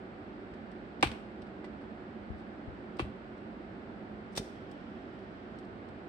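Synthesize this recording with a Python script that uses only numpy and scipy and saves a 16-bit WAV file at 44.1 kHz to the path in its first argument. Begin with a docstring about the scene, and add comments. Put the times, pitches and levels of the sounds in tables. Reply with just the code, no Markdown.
"""In a small workshop, two metal toggle switches are flicked on a panel on a bench, then a flint lighter is struck.
Each switch is a noise burst for the snap, a knock that rings the panel, two rebounds, a rattle and a low thump.
The lighter is noise cut up by the wheel's teeth, which rings the steel; its key snaps down and gas hisses.
Small ticks come from fingers and one from a switch's spring, with a tap and a brush. The close sounds echo in
the room, and a fan-like rush of air, made of coloured noise, fills it."""
import sys
import numpy as np
from scipy import signal
from scipy.fft import rfft, irfft, next_fast_len
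from scipy.io import wavfile
from scipy.ndimage import uniform_filter1d

SR = 44100
rng = np.random.default_rng(int(sys.argv[2]) if len(sys.argv) > 2 else 0)


def put_to_file(sound):
    """Save the sound as 16-bit audio at rate SR, in the file named by the first command-line argument."""
    columns = np.atleast_2d(sound).T  # one column per channel
    safe = np.clip(columns, -1, 1)
    whole_steps = np.round(safe * 32767)
    wavfile.write(sys.argv[1], SR, whole_steps.astype(np.int16))


N = 268348

# The two switch throws. Each row: start in seconds, snap level in dB, treble tilt in dB per octave,
# lever travel in seconds, knock level in dB, panel ringing in dB, rebound gap in seconds, rebound level in dB,
# thump level in dB, thump left-right difference in dB (positive: left is louder).
SWITCH_FLICKS = [(1.0265, -15.5, -2.5, .004, -8.5, -15.5, .0445, -34, -13, -6),
                 (2.9938, -27.5, -3.8, 0.001005, -18.5, -25.5, .0138, -46, -16, 3)]
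# The tone colour of small hard parts snapping. Each row: frequency in Hz, relative strength in dB per Hz.
SNAP_SPECTRUM = [(200, -14.5), (900, -12), (1800, -3), (2600, 3), (3100, -1.5), (3700, -2.5), (4800, -7.5),
                 (5700, -13.5), (7000, -20), (8700, -14.5), (9800, -23), (12500, -26.5), (16000, -39.5)]
# The lighter, in seconds: the thumb starts to roll the wheel, the flint bites, the thumb lands on the gas key.
ROLL_S, BITE_S, KEY_S = 4.318, 4.3525, 4.378


def from_db(db):
    """Turn decibels into gain."""
    return 10 ** (np.asarray(db) / 20)


def rms_one(x):
    """Scale a sound to an average strength (rms) of 1."""
    return x / np.sqrt(np.mean(x ** 2) + 1e-20)


def at_hz(points, hz):
    """Read a table of frequencies and values, spacing the frequencies as the ear does (log scale)."""
    knots, values = np.transpose(points)
    return np.interp(np.log(hz + 1), np.log(knots), values)


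def sides(balance_db):
    """Left and right gains for a level difference; positive makes the left louder."""
    return from_db(np.array([[.5], [-.5]]) * balance_db)


def add(out, s, sound):
    """Mix a sound in at time s, in seconds."""
    start = round(s * SR)
    out[:, start:start + sound.shape[-1]] += sound[..., :N - start]


def fade(t60, size):
    """Dying away at a steady rate: 60 dB down after t60 seconds."""
    return np.exp(-np.log(1000) * np.arange(size) / SR / t60)


def colour_gain(colour, hz, tilt_db):
    """Gain at each frequency for a tone colour, tilted by some dB per octave."""
    return from_db(at_hz(colour, hz) + tilt_db * np.log2(hz + 1))


def noise(colour, size, tilt_db=0):
    """Coloured noise, unrelated on the two sides; rms 1."""
    gain = colour_gain(colour, np.fft.rfftfreq(size, 1 / SR), tilt_db)
    return rms_one(irfft(rfft(rng.standard_normal((2, size))) * gain, size))


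def diffuse(echoes, order=45):
    """Many paths carry all pitches about equally: even out the colour of a cloud of echoes."""
    size = echoes.shape[-1]
    spectrum = rfft(echoes, 2 * size)
    power = uniform_filter1d(np.abs(spectrum) ** 2, 2 * order)
    return rms_one(irfft(spectrum / np.sqrt(power + 1e-12))[:, :size])


def burst(colour, decay_s, tilt_db=0):
    """Small hard parts ring in many close modes that die together; a longer decay carries more energy."""
    size = 16384
    hz = np.abs(np.fft.fftfreq(size, 1 / SR))
    log_gain = np.log(colour_gain(colour, hz, tilt_db))
    # minimum phase: nothing sounds early
    causal = np.exp(np.conj(signal.hilbert(log_gain)))[:size // 2 + 1]
    shape = fade(decay_s, size)
    cloud = diffuse(rng.standard_normal((2, size)) * shape, order=160)
    # the second fade makes the cloud die a little faster than decay_s alone
    cloud = cloud * fade(3 * decay_s, size)
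    rise = 1 - fade(.003, size)
    coloured = irfft(rfft(cloud * rise) * causal, size)
    return rms_one(coloured) * np.sqrt(np.mean(shape ** 2))


def switches():
    """The spring throws the contacts over, the lever hits its stop and rebounds, and the other levers rattle."""
    snap_decay_s, snap_pan_db = .015, -.5
    rebounds, rebound_loss_db, rebound_decay_s, rebound_tilt_db = 2, 6, 0.023, -2.5
    out = np.zeros((2, N))
    for s, snap_db, tilt_db, travel_s, knock_db, ring_db, gap_s, rebound_db, _, _ in SWITCH_FLICKS:
        snap = burst(SNAP_SPECTRUM, snap_decay_s, tilt_db)
        add(out, s, from_db(snap_db) * sides(snap_pan_db) * snap)
        add(out, s + travel_s, knock(knock_db, ring_db, swing_hz=1002, length_ms=0.42, lag_ms=0.27))
        for k in range(rebounds):
            bounce = burst(SNAP_SPECTRUM, rebound_decay_s, rebound_tilt_db)
            add(out, s + (k + 1) * gap_s, from_db(rebound_db - k * rebound_loss_db) * bounce)
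        out += rattle(s, snap_db, tilt_db)
    return out


def knock(level_db, ring_db, swing_hz, length_ms, lag_ms, spread_db=4.5, modes_apart=1.0):
    """A blow is one short swing of pressure; then the panel rings, its higher modes out of step on the two sides."""
    # What the panel rings with. Each row: frequency in Hz, level in dB before a random spread,
    # time to fall by 60 dB in seconds.
    panel_modes = [(226, -17, .07), (335, -10, .045), (520, -17, .03), (700, -14, .03), (812, -12, .045),
                   (980, -15, .025), (1118, -14, .055), (1490, -14, .06), (1730, -15, .05),
                   (1997, -17, .06), (2170, -18, .04), (2396, -20, .08), (2682, -16, .07), (2830, -22, .07),
                   (3009, -24, .08), (3150, -24, .08), (3255, -23, .08), (3395, -21, .06), (4460, -27, .07)]
    size = SR // 3
    # a positive lag makes the right side late, a negative one the left
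    lag_s = np.maximum([[-lag_ms], [lag_ms]], 0) / 1000
    t = np.maximum(np.arange(size) / SR - lag_s, 0)
    age = t * 1000 / length_ms
    swing = np.sin(2 * np.pi * swing_hz * t) * age * np.exp(1 - age)
    ring = np.zeros((2, size))
    for k, (hz, mode_db, t60) in enumerate(panel_modes):
        strength = from_db(mode_db + spread_db * rng.standard_normal((2, 1)))
        phase = modes_apart * min(hz / 1500, 1) * rng.standard_normal((2, 1))
        # every other mode starts the opposite way
        ring += (-1) ** k * strength * np.sin(2 * np.pi * hz * t + phase) * fade(t60, size)
    return from_db(level_db) * swing + from_db(ring_db) * ring * (1 - np.exp(-age))


def rattle(s, snap_db, tilt_db, count=9):
    """The other levers chatter unevenly after a snap, ever more weakly."""
    # mean gap, first level against the snap, loss for each doubling of the count
    gap_s, first_db, loss_db = .007, -9.5, 7
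    decay_s, extra_tilt_db, pan_db = 0.026, 1.7, 1.5   # tilt in dB per octave against the snap
    out = np.zeros((2, N))
    for k, jitter in enumerate(rng.uniform(-.25, .25, count), 1):
        gain = from_db(snap_db + first_db - loss_db * np.log2(k))
        chatter = burst(SNAP_SPECTRUM, decay_s, tilt_db + extra_tilt_db)
        add(out, s + (k + jitter) * gap_s, gain * chatter)
    return sides(pan_db) * out


def low_bumps(grip_pan_db):
    """Each flick rocks the panel, which settles again; hands bump the bench and the lighter thuds in the grip."""
    # Low tones of the whole panel, of a soft bump on the bench, and of the lighter pushed into the hand.
    # Each row: frequency in Hz, level in dB, time to fall by 60 dB in seconds.
    panel_thump = [(341, 0.5, 0.031), (124, -14.5, 0.064)]
    bench_modes = [(66.2, -6.5, .3), (82, 0, .15), (106.3, 0, 0.13)]
    grip_modes = [(185, -13, 0.016), (391, -33.5, 0.11)]
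    # Hands bumping the bench. Each row: start in seconds, level in dB, left-right difference in dB.
    hand_bumps = [(2.298, -39, 18.5), (2.674, -43.5, 19), (5.897, -47, 4)]
    thump_lag_s = 0.0026   # the whole panel gives way just after the knock
    settle_lag_s, settle_db, settle_pan_db = 0.0238, -31, 3.5   # and drops back on the bench
    thumb_lag_s = .019   # the body of the lighter is pushed into the hand
    out = np.zeros((2, N))
    for s, _, _, travel_s, _, _, _, _, thump_db, pan_db in SWITCH_FLICKS:
        add(out, s + travel_s + thump_lag_s, from_db(thump_db) * sides(pan_db) * thud(panel_thump))
        add(out, s + travel_s + settle_lag_s, from_db(settle_db) * sides(settle_pan_db) * thud(bench_modes))
    for s, level_db, pan_db in hand_bumps:
        add(out, s, from_db(level_db) * sides(pan_db) * thud(bench_modes))
    add(out, KEY_S + thumb_lag_s, sides(grip_pan_db) * thud(grip_modes))
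    return out


def thud(modes, rise_s=0.0041):
    """A soft low bump: a few damped swings that start gently."""
    t = np.arange(SR // 2) / SR
    swings = 0
    for hz, mode_db, t60 in modes:
        swings = swings + from_db(mode_db) * np.sin(2 * np.pi * hz * t) * fade(t60, len(t))
    return swings * (1 - np.exp(-t / rise_s))


def lighter(teeth_per_s, tooth_t60, grind, ring_db, pan_db):
    """The wheel's teeth bite the flint in quick uneven succession and the steel rings; then the gas hisses."""
    # Tone colours of the scraped flint and the gas. Each row: frequency in Hz, relative strength in dB per Hz.
    flint_spectrum = [(300, -10), (1500, 4.5), (2800, 0), (3600, 9), (4400, 1.5), (5400, 8.5), (6800, -3.5),
                      (8200, -1), (9600, -5), (10800, -17), (12800, -12), (14200, -28), (16000, -23)]
    gas_spectrum = [(1200, -18), (2400, 6), (3200, 12), (4200, -3), (5300, -0.5), (6800, -17.5),
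                    (8200, -20), (10500, -35), (14000, -32)]
    # What the steel wheel and hood ring with. Each row: frequency in Hz, relative level in dB,
    # time to fall by 60 dB in seconds.
    wheel_modes = [(3620, 0, .05), (4560, -15, .3), (5071, -14, .25), (5380, -6, .025), (5950, -9, .04),
                   (7865, -13, .08)]
    count = 400
    bites = np.zeros(N)
    at = ROLL_S + np.cumsum(rng.uniform(.5, 1.5, count)) / teeth_per_s
    bites[np.minimum((at * SR).astype(int), N - 1)] = rng.uniform(0.67, 1, count)
    # each bite dies away, over a steady grind
    grain = signal.lfilter([1], [1, -fade(tooth_t60, 2)[1]], bites + 1e-18) + grind
    grain /= np.sqrt(np.mean(grain[int(at[0] * SR):int(at[-1] * SR)] ** 2))
    scrape = noise(flint_spectrum, next_fast_len(N))[:, :N] * wheel_force() * grain
    steel = 0
    for hz, mode_db, t60 in wheel_modes:
        r = fade(t60, 2)[1]   # what is left of the ringing after one sample
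        resonator = [1, -2 * r * np.cos(2 * np.pi * hz / SR), r * r]
        mode = signal.lfilter([1, 0, -1], resonator, scrape + 1e-18)
        steel = steel + from_db(mode_db + ring_db) * rms_one(mode) * np.std(scrape)
    gas = noise(gas_spectrum, next_fast_len(N))[:, :N] * gas_flow()
    return sides(pan_db) * (scrape + steel + gas)


def wheel_force():
    """The wheel rolls lightly, then grinds harder and harder in jerks until the thumb slips off it."""
    roll_db, roll_length_s = -68, .022
    rasp_db, rise_db_per_s, fall_db_per_s = -31, 680, 1900
    overrun_s = 0.001   # the rasp is loudest just after the key goes down
    # the wheel catches and slips before it spins freely
    catches, catch_gap_s, catch_depth_db = 2, .0105, 14
    t = np.arange(N) / SR
    rolled = (t - ROLL_S) / roll_length_s
    roll = from_db(roll_db) * np.sqrt(np.clip(rolled, 0, 1)) * (rolled < 1)
    late_s = t - KEY_S - overrun_s
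    push_db = rasp_db - np.maximum(-rise_db_per_s * late_s, fall_db_per_s * late_s)
    catching = t < BITE_S + catches * catch_gap_s
    slip_db = catch_depth_db * ((t - BITE_S) / catch_gap_s % 1) * catching
    return roll + from_db(np.maximum(push_db - slip_db, -200)) * (t > BITE_S)


def gas_flow():
    """The valve opens with the key; the flow sags slowly until the key is let go."""
    level_db, sag_db_per_s = -68.5, 5
    open_length_s, off_s, close_length_s = .12, 5.58, .04
    t = np.arange(N) / SR
    opening = np.clip((t - KEY_S) / open_length_s, 0, 1)
    closing = np.clip(1 - (t - off_s) / close_length_s, 0, 1)
    return opening * closing * from_db(level_db - sag_db_per_s * (t - KEY_S))


def gas_key(snap_db, pan_db):
    """The thumb lands on the lighter's key, which snaps down."""
    out = np.zeros((2, N))
    add(out, KEY_S, knock(level_db=-18.5, ring_db=-41, swing_hz=625, length_ms=.25, lag_ms=-0.088))
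    snap = burst(SNAP_SPECTRUM, decay_s=0.0056, tilt_db=-3.5)
    add(out, KEY_S, from_db(snap_db) * sides(pan_db) * snap)
    return out


def small_ticks_and_touches(nail_db, slide_db):
    """Small hard contacts: a few clear ticks, fainter ones at random, one tap on the panel and one brush."""
    # Small ticks: fingers and nails on levers and lighter, and at 2.988 the second switch's spring clicking
    # just before its snap. Each row: start in seconds, level in dB, treble tilt in dB per octave.
    clear_ticks = [(.5378, -63, -2), (.715, -63, -1), (1.009, -54, -1), (1.4193, -51.5, -4.5),
                   (2.968, -61, 3), (2.988, -43, -4.5), (4.7137, -59, 6), (5.5863, -58, 0.5),
                   (5.8861, -64, -1)]
    # The tone colour of a tick. Each row: frequency in Hz, relative strength in dB per Hz.
    tick_spectrum = [(300, -8), (1500, -14.5), (3000, 8), (5200, 7), (6800, -8), (8200, -0.5),
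                     (10000, -17.5), (12500, -27.5), (15000, -19.5)]
    tap_s, slide_s = 1.643, 2.38   # a fingertip lands on the panel; one brushes along a lever
    faint_per_s, faint_db, faint_decay_s = 1.2, -71, .07   # the grip shifts
    out = np.zeros((2, N))
    for s, level_db, tilt_db in clear_ticks:
        add(out, s, from_db(level_db) * burst(tick_spectrum, decay_s=0.035, tilt_db=tilt_db))
    add(out, tap_s, knock(level_db=-37.5, ring_db=-46, swing_hz=840, length_ms=0.43, lag_ms=.1))
    add(out, tap_s, from_db(nail_db) * burst(tick_spectrum, decay_s=.08, tilt_db=-4.0))
    add(out, slide_s, from_db(slide_db) * burst(tick_spectrum, decay_s=.2, tilt_db=4.0))
    count = 16
    for s in np.cumsum(rng.uniform(.2, 1.8, count)) / faint_per_s:
        tick = from_db(faint_db) * burst(tick_spectrum, faint_decay_s, tilt_db=-1.0)
        if s < N / SR:
            add(out, s, tick)
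    return out


def workshop(x, bench_db, bench_t60, tail_db, tail_t60, treble_t60, wall_hz):
    """Quick scatter from the bench and its clutter, then the room's tail, whose treble dies sooner."""
    size = SR * 2 // 3
    t = np.arange(size) / SR
    near, far = rng.standard_normal((2, 2, size))
    low = signal.sosfilt(signal.butter(2, wall_hz, fs=SR, output="sos"), far)
    near = near * fade(bench_t60, size) * (t > .003)
    far = (low * fade(tail_t60, size) + (far - low) * fade(treble_t60, size)) * (t > .009)
    echoes = from_db(bench_db) * diffuse(near) + from_db(tail_db) * diffuse(far)
    mid, side = echoes / np.sqrt(size)
    # long waves reach both sides alike
    side = signal.sosfilt(signal.butter(1, 700, "high", fs=SR, output="sos"), side)
    both = np.array([mid + side, mid - side]) / np.sqrt(2)
    return signal.fftconvolve(x, both, axes=1)[:, :N]


def air():
    """Steady rush of air through a few resonances, alike on both sides in the bass and diffuse in the treble."""
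    # The tone colour of the rush. Each row: frequency in Hz, relative strength in dB per Hz.
    air_spectrum = [(22, -32.5), (47, -10.5), (110, -9), (150, -11), (230, -6), (450, -11.5), (740, -12.5),
                    (1000, -20), (1500, -18), (2300, -26.5), (3000, -32), (4800, -41.5), (6800, -59),
                    (10500, -76.5)]
    # Resonances on top of it. Each row: centre in Hz, width in Hz, boost in dB.
    air_resonances = [(209, 52, 7), (298.2, 46, 5), (370, 57, 6.5), (7800, 1000, 10.5), (9000, 900, 8)]
    # How alike the two sides are. Each row: frequency in Hz, likeness (1 same, 0 unrelated, -1 opposite;
    # limited below to 0.95 either way).
    side_likeness = [(60, 0.8), (130, 0.8), (290, 1.3), (640, 0.36), (1410, -0.32), (3100, 0.05), (7000, 0)]
    # Which side is louder. Each row: frequency in Hz, left-right difference in dB.
    side_balance = [(60, 0), (110, -1), (200, -4.5), (380, -2.5), (700, -4.5), (1290, -3), (2380, -1.5),
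                    (4400, 2), (8000, 1), (15000, 0)]
    level_db = -45
    size = next_fast_len(N)
    hz = np.fft.rfftfreq(size, 1 / SR)
    mid, side = rfft(rng.standard_normal((2, size)))
    alike = np.clip(at_hz(side_likeness, hz), -.95, .95)
    both = np.sqrt(1 + alike) * mid + np.sqrt(1 - alike) * side * [[1], [-1]]
    peaks_db = 0
    for centre, width, boost_db in air_resonances:
        peaks_db = peaks_db + boost_db * .5 ** ((2 * (hz - centre) / width) ** 2)
    colour = from_db(at_hz(air_spectrum, hz) + peaks_db) * sides(at_hz(side_balance, hz))
    return from_db(level_db) * rms_one(irfft(both * colour, size)[:, :N])


def scene():
    """Close handling sounds and their room echo, with low bumps and the air added."""
    touches = small_ticks_and_touches(nail_db=-56.5, slide_db=-76)
    close = switches() + touches + gas_key(snap_db=-34, pan_db=-7)
    close = close + lighter(teeth_per_s=750, tooth_t60=0.0044, grind=0.39, ring_db=-21, pan_db=0.5)
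    room = workshop(close, bench_db=-7.0, bench_t60=0.057, tail_db=-15.0, tail_t60=0.54,
                    treble_t60=0.46, wall_hz=5000)
    return close + room + low_bumps(grip_pan_db=-3.5) + air()


def ports(x, port_hz, width_hz, right_db):
    """The right microphone port rings in the treble, which boosts a band around port_hz."""
    b, a = signal.iirpeak(port_hz, port_hz / width_hz, fs=SR)
    ringing = signal.lfilter(b, a, x[1])
    return np.array([x[0], x[1] + (from_db(right_db) - 1) * ringing])


def record(dry):
    """The microphones colour the treble and shed the deepest bass; the top is cut steeply."""
    cutoff_hz = 15800
    heard = ports(dry, port_hz=8350, width_hz=1400, right_db=6.0)
    lean = signal.sosfilt(signal.butter(6, 38, "high", fs=SR, output="sos"), heard)
    return signal.sosfilt(signal.ellip(10, .1, 80, cutoff_hz, fs=SR, output="sos"), lean)


dry = scene()
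out = record(dry)
put_to_file(out)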